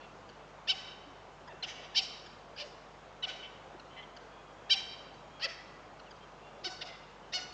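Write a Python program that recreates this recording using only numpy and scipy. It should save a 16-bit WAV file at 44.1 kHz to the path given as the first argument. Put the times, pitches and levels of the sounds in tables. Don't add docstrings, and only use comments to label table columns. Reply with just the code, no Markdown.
import sys
import numpy as np
from scipy import signal
from scipy.fft import rfft, irfft, next_fast_len
from scipy.io import wavfile
from scipy.ndimage import uniform_filter1d, map_coordinates

SR = 44100
rng = np.random.default_rng(int(sys.argv[2]) if len(sys.argv) > 2 else 0)


def level_to_linear(level):
    exponent = np.asarray(level, float) / 20
    return 10 ** exponent


def store_wav(level_fs):
    pcm = np.round(np.clip(np.atleast_2d(level_fs), -1, 1) * 32767)
    wavfile.write(sys.argv[1], SR, pcm.T.astype(np.int16))


N = 332073

# pitch_hz, density_db (per Hz)
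RUSH_SPECTRUM = [(20, -51.5), (45, -25), (70, -8.5), (150, -6.5), (300, -5.5), (450, -2), (700, -1),
                 (1200, -4.5), (1900, -13.5), (3000, -17), (4400, -23), (7000, -27.5), (8600, -43.5),
                 (10500, -71.5)]
RUSH_DB = -53
# pitch_hz, level_db (rms)
MAINS_LINES = [(50.1, -67.5), (100.2, -77), (150.3, -68.5), (200.4, -74), (350.7, -90.5), (450.9, -89)]

# start_s, length_s, pitch_hz,
# level_db, low_overtones_db
FAR_YELPS = [(.0, 0.065, 671, -58.5, 7.5), (1.49, .045, 885, -56, 13), (3.422, 0.062, 747, -49, -11),
             (3.891, 0.11, 757, -62, 0), (3.958, 0.066, 1000, -50, 17), (4.02, 0.027, 1057, -53.5, 15),
             (6.877, 0.093, 675, -54.5, 18), (7.007, 0.044, 696, -57.5, 4)]
# start_s, length_s, pitch_hz, level_db, low_overtones_db
HELD_NOTES = [(.38, .11, 860, -70, -8), (4.25, .3, 815, -67, -4), (4.635, .07, 805, -63, -8),
              (5.295, .13, 803, -63, -12), (6.2, .055, 778, -63, -6), (6.37, .28, 680, -65.5, 4),
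              (7.21, .11, 752, -65, 4)]
# start_s, length_s, first_pitch_hz, last_pitch_hz, level_db
LOW_GRUNTS = [(1.055, 0.078, 305, 260, -53), (1.478, 0.034, 1063, 820, -50.5),
              (1.514, 0.025, 696, 500, -52), (1.531, 0.02, 455, 323, -46), (3.746, 0.017, 378, 348, -44.5),
              (6.65, 0.048, 395, 325, -47), (5.438, 0.039, 580, 515, -48), (6.558, 0.034, 1094, 900, -62)]

# start_s, first_pitch_hz, last_pitch_hz, level_db, overtones_db
SMALL_BIRDS = [(.008, 1540, 1260, -58, -7), (0.289, 1644, 1390, -53, -1.5), (1.474, 1664, 1656, -48.5, -7),
               (2.26, 1784, 1630, -55, -2), (3.794, 1506, 1220, -54.5, -1.5),
               (4.163, 1746, 1367, -49.5, -2.5), (5.137, 1580, 1450, -64.5, 4),
               (5.993, 1510, 1360, -55, -3), (6.106, 1736, 1500, -58, 3), (6.162, 1740, 1530, -64, -7)]
CHIP_S = .015
# start_s, length_s, first_pitch_hz, last_pitch_hz, level_db
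THIN_WHISTLE = (6.057, .04, 3200, 2450, -57)

# pitch_hz, level_db
BANK_SPECTRUM = [(400, 8), (800, 5.5), (1500, 8), (2300, 0.5), (3000, -1.5), (5000, -0.5), (8000, 6.5),
                 (10000, -14.5), (14000, -35)]
AIR_DB_PER_S = 22
FAR_BANK_S = 0.204
GAP_S, GAP_DB = 0.045, 22
SLAP_DB, FADE_DB_PER_S = 4, 49

# peak_s (loudest moment), rise_s, fall_s, peak_pitch_hz, peak_level_db
YELP_TIMES = [
    (.705, 0.03, 0.026, 772, -25),
    (1.639, 0.013, .021, 748, -34),
    (1.98, .032, 0.028, 783.3, -25),
    (2.614, 0.051, 0.029, 604, -40),
    (3.241, 0.015, .018, 755, -31),
    (4.722, 0.025, 0.03, 789.3, -22),
    (5.446, .047, .024, 672.3, -30),
    (6.662, .025, 0.032, 762, -35.5),
    (6.819, 0.009, 0.019, 717, -37.5),
    (7.358, 0.034, 0.033, 738, -32.5),
]
PITCH_ARCH = [(.8, .77, 2.3, 1.7), (1.3, 0.6, 3, 1.5), (.72, 0.6, 2.9, 2.6), (0.72, 0.58, 2.95, 1.7),
              (.98, .78, 2.3, 2.2), (.82, 0.53, 3.8, 2.3), (.79, 0.63, 1.4, 2.2), (0.7, 0.74, 4, 1.6),
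              (1.06, 0.59, 1.88, 1.8), (0.73, .91, 4.29, 1.8)]
RISE_DB, FALL_DB = 25.5, 18.5
PITCH_EASE = .75
FALL_EASE = 1.09
# opening_rasp (0-1), clears_before_peak_s, later_roughness (0-1), strong_weak_share (0-1)
VOICE_RASP = [(.25, .012, .08, .2), (.25, .005, .05, .1), (.15, 0, .15, .27), (.9, .006, .15, .1),
              (.5, .008, .03, .05), (.3, .017, .015, .05), (.6, .02, .1, .12), (.55, .013, .04, .1),
              (.3, .004, .1, .1), (.85, .016, .04, .06)]
CLEARING_S, END_ROUGH = .003, .3
STRONG_WEAK = 2
# low_db, middle_db, top_db, treble_db (resonances), throat_scale (1 = usual)
HEAD_POSTURE = [(2.5, -4.5, -2, -16, 0.99), (6, -6, -6.5, -19, 1.003), (-4, -1.5, 0.5, -20, 1.005),
                (10, -3, 1.5, -14, 0.96), (5.5, 1.5, -23, -5, 1.01), (1.5, 1.5, -0.5, -8, 1.015),
                (14, -6, 1, -24, 0.96), (17, -3, 6.5, 7, 1), (15.5, 6.5, 2, -10, 0.973),
                (13.5, 3, 3.5, 25, 1.018)]
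# pitch_hz, width_hz, level_db
THROAT_RESONANCES = [(1850, 820, -14.5), (3055, 840, 4), (3894, 290, 4), (4644, 1720, 2), (7200, 190, -25)]
# pitch_hz, level_db
BEAK_SPECTRUM = [(300, 0), (1500, -2), (2400, 3.5), (5550, -1), (6100, -8.5), (8000, -15.5), (10000, -36.5),
                 (14000, -39.5)]
# level_db, pitch_hz
SQUEAK_STARTS = [(-42.5, 1800), (-34, 2070), (-42, 1775), (-60, 1610), (-38, 1960), (-39, 1784),
                 (-70, 1480), (-57, 1850), (-42, 1860), (-43, 1860)]
PURE_HZ, PURER_DB_PER_HZ, THIRD_DB = 1807, 0.0595, -5.5
CHEST_DB, CHEST_LAG_S = -47, .034
# pitch_hz, level_db
BREATH_SPECTRUM = [(1200, -29), (2000, 2.5), (3500, 0), (6000, -5.5), (8500, -36)]
# level_db, first_slap_db, treble_db, far_bank_db, breath_db
BANK_ANSWERS = [(-11, -5, 1, 3, -10), (-4, -2, 2, 4.5, -2.5), (-11, 0.5, 2, 4, -14), (-13, .6, 4, 0, -8),
                (-4, 1.5, 0.5, 3, -4), (-10, 1.5, 1, 3.5, -15), (-11, 0.5, -0.5, 0.5, -3.5),
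                (-9, -1.5, 4, 3, -16), (-6, 1, 3.5, 2, -12), (-6, 1.5, 0, 0, -12)]


def unit(x):
    return x / np.sqrt(np.mean(x ** 2) + 1e-20)


def along(points, hz):
    f, v = np.transpose(points)
    return np.interp(np.log(hz + 1), np.log(f + 1), v)


def coloured(x, points):
    size = next_fast_len(len(x) + 4096)
    gain = level_to_linear(along(points, np.fft.rfftfreq(size, 1 / SR)))
    return irfft(rfft(x, size) * gain, size)[:len(x)]


def wobble(size, rate):
    knots = rng.standard_normal(size // 8 + 4)
    return map_coordinates(knots, [np.arange(size) * rate / SR])


def add(track, s, x):
    part = track[round(s * SR):][:len(x)]
    part += x[:len(part)]


def glide(length_s, first_hz, last_hz):
    u = np.arange(round(length_s * SR)) / (length_s * SR)
    hz = first_hz + (last_hz - first_hz) * u
    phase = 2 * np.pi * np.cumsum(hz) / SR
    return hz, phase, np.sin(np.pi * u)


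def background():
    z = signal.stft(rng.standard_normal(N), nperseg=512)[2]
    patches = uniform_filter1d(rng.standard_normal(z.shape), size=5, axis=0)
    patches = unit(uniform_filter1d(patches, size=10, axis=1))
    noise = signal.istft(z * level_to_linear(1.1 * patches), nperseg=512)[1][:N]
    rush = unit(coloured(noise, RUSH_SPECTRUM))
    t = np.arange(N) / SR
    hum = sum(level_to_linear(db) * np.sqrt(2) * np.sin(2 * np.pi * hz * t) for hz, db in MAINS_LINES)
    return level_to_linear(RUSH_DB + 0.17 * wobble(N, 1.597)) * rush + hum


def banks(x, slap_db=0, treble_db=0, far_db=0):
    t = np.arange(SR) / SR
    gap_db = GAP_DB * np.clip(1 - t / GAP_S, 0, 1)
    near_slap_db = (SLAP_DB + slap_db) * np.exp(-((t - .055) / 0.018) ** 2)
    far_slap_db = far_db * np.exp(-((t - FAR_BANK_S) / 0.014) ** 2)
    strength_db = -FADE_DB_PER_S * t - gap_db + near_slap_db + far_slap_db
    tail = rng.standard_normal(SR) * level_to_linear(strength_db + 0.84 * wobble(SR, 60))
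    hz, s, z = signal.stft(tail / np.linalg.norm(tail), SR, nperseg=256)
    loss_db = (treble_db - AIR_DB_PER_S * s) * np.minimum(hz[:, None] / 5000, 1.6) ** 2
    tail = signal.istft(z * level_to_linear(loss_db), SR, nperseg=256)[1]
    return coloured(signal.fftconvolve(x, tail), BANK_SPECTRUM)


def voice(hz, rough, sub, gains_db, scale=1, slack_db=0):
    phase = 2 * np.pi * np.cumsum(hz) / SR
    k = np.arange(1, 20)[:, None]
    f = k * hz / scale
    throat = 0
    for (centre, width, db), gain_db in zip(THROAT_RESONANCES, gains_db):
        resonance = 1j * f * width / (centre * centre - f * f + 1j * f * width)
        throat = throat + level_to_linear(db + gain_db) * resonance ** 2
    beak_db = along(BEAK_SPECTRUM, f) - slack_db * f / 5000 + rng.normal(0, 1.2, k.shape)
    throat = np.abs(throat) * level_to_linear(beak_db) * np.exp(1j * rng.normal(0, .8, k.shape))
    smear = np.array([wobble(len(hz), 800) + 1j * wobble(len(hz), 800) for _ in k])
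    rough = np.clip(rough, 0, 1)
    lines = np.sqrt(1 - rough) + np.sqrt(rough * np.minimum(f / 3000, 1) / 2) * smear
    lines = lines * (1 + STRONG_WEAK * sub * np.minimum(f / 4500, 1) ** 2 * np.cos(phase / 2))
    pulses = np.real(throat * lines * np.exp(1j * k * phase)).sum(axis=0)
    return pulses / np.sqrt(np.sum(np.abs(throat) ** 2, axis=0) / 2)


def far_voices():
    out = np.zeros(N)
    notes = [(*row, .4) for row in FAR_YELPS] + [(*row, .08) for row in HELD_NOTES]
    for s, length_s, pitch_hz, db, low_db, rough in notes:
        hz, _, shape = glide(length_s, pitch_hz, pitch_hz)
        note = voice(hz * (1 + .02 * shape), rough, 0, (low_db, 0, -10, -20, -10), scale=1.0)
        note = unit(coloured(note, [(1200, -10.5), (1900, 7), (3600, -2), (5000, -11)]))
        note = level_to_linear(db) * np.minimum(1.6 * shape, 1) * note
        add(out, s, 0.8 * level_to_linear(3 * wobble(len(note), 40)) * note)
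    out = out + .45 * banks(out)[:N]
    for s, length_s, first_hz, last_hz, db in LOW_GRUNTS:
        _, phase, shape = glide(length_s, first_hz, last_hz)
        level = level_to_linear(db + 4.2 * wobble(len(phase), 180))
        add(out, s, level * shape * (np.sin(phase) + 0.28 * np.sin(2 * phase)))
    return out


def chips():
    out = np.zeros(N)
    for s, first_hz, last_hz, db, over_db in SMALL_BIRDS:
        _, phase, shape = glide(CHIP_S, first_hz, last_hz)
        over = np.sin(2 * phase) + 1.1 * np.sin(3 * phase) + .35 * np.sin(4 * phase)
        note = np.sin(phase) + level_to_linear(over_db) * over
        add(out, s, level_to_linear(db) * shape * note * (1 + 0.6 * wobble(len(phase), 800)))
    s, length_s, first_hz, last_hz, db = THIN_WHISTLE
    _, phase, shape = glide(length_s, first_hz, last_hz)
    add(out, s, level_to_linear(db) * shape * np.sin(phase))
    return out + level_to_linear(-7) * banks(out)[:N]


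def squeak(db, pitch_hz):
    _, phase, shape = glide(.009, pitch_hz, pitch_hz)
    first_db = PURER_DB_PER_HZ * (PURE_HZ - pitch_hz)
    tone = level_to_linear(first_db) * np.sin(phase) + np.sin(2 * phase)
    tone = tone + level_to_linear(THIRD_DB + 1.35 * first_db) * np.sin(3 * phase)
    return level_to_linear(db) * shape * tone


def yelps():
    out = np.zeros(N)
    t = np.arange(-.06, .05, 1 / SR)
    calls = zip(YELP_TIMES, PITCH_ARCH, VOICE_RASP, HEAD_POSTURE, BANK_ANSWERS, SQUEAK_STARTS)
    for yelp, arch, rasp, head, answer, squeak_start in calls:
        peak_s, rise_s, fall_s, peak_hz, peak_db = yelp
        first, last, rise_power, fall_power = arch
        opening, clears_s, core, sub = rasp
        low_db, middle_db, top_db, treble_db, scale = head
        answer_db, slap_db, echo_treble_db, far_db, breath_db = answer
        start_s = peak_s + t[0]
        add(out, peak_s - rise_s - .001, squeak(*squeak_start))

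        before = np.clip(-t / rise_s, 0, 1)
        after = np.clip(t / fall_s, 0, 1)
        rising = (1 - first) * before ** (PITCH_EASE * rise_power)
        falling = (1 - last) * after ** (FALL_EASE * fall_power)
        hz = uniform_filter1d(peak_hz * (1 - rising - falling), size=220)
        fading_db = FALL_DB * after ** fall_power
        edges = np.clip(np.minimum(t + rise_s + .004, fall_s + .004 - t) / .0023, 0, 1)
        effort = level_to_linear(-RISE_DB * before ** rise_power - fading_db) * edges

        rough = core + (opening - core) / (1 + np.exp((t + clears_s) / CLEARING_S)) + END_ROUGH * after ** 2
        gains_db = (low_db, 0, middle_db, top_db, treble_db)
        slack_db = .6 * fading_db + 5 * before
        pulsed = voice(hz, rough, sub * (1 - .6 * after), gains_db, np.clip(scale, .85, 1.1), slack_db)
        near = level_to_linear(peak_db) * effort * pulsed
        chest = level_to_linear(CHEST_DB) * uniform_filter1d(effort, size=500) * np.sin(2 * np.pi * np.cumsum(hz) / SR)
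        hiss = unit(coloured(rng.standard_normal(len(t)), BREATH_SPECTRUM))
        breath = level_to_linear(peak_db + breath_db) * effort * hiss

        add(out, start_s + CHEST_LAG_S, chest)
        add(out, start_s, near + 0.65 * chest)
        echo = banks(near + chest + breath, slap_db, echo_treble_db, far_db)
        add(out, start_s, level_to_linear(answer_db) * echo)
    return out


def scene():
    return (background() + far_voices() + chips() + yelps())[None]


def band_limit(x):
    return signal.sosfilt(signal.butter(12, 14500, fs=SR, output="sos"), x)


def record(dry):
    mix = dry + level_to_linear(-102) * rng.standard_normal(dry.shape)
    return band_limit(mix)


dry = scene()
out = record(dry)
store_wav(out)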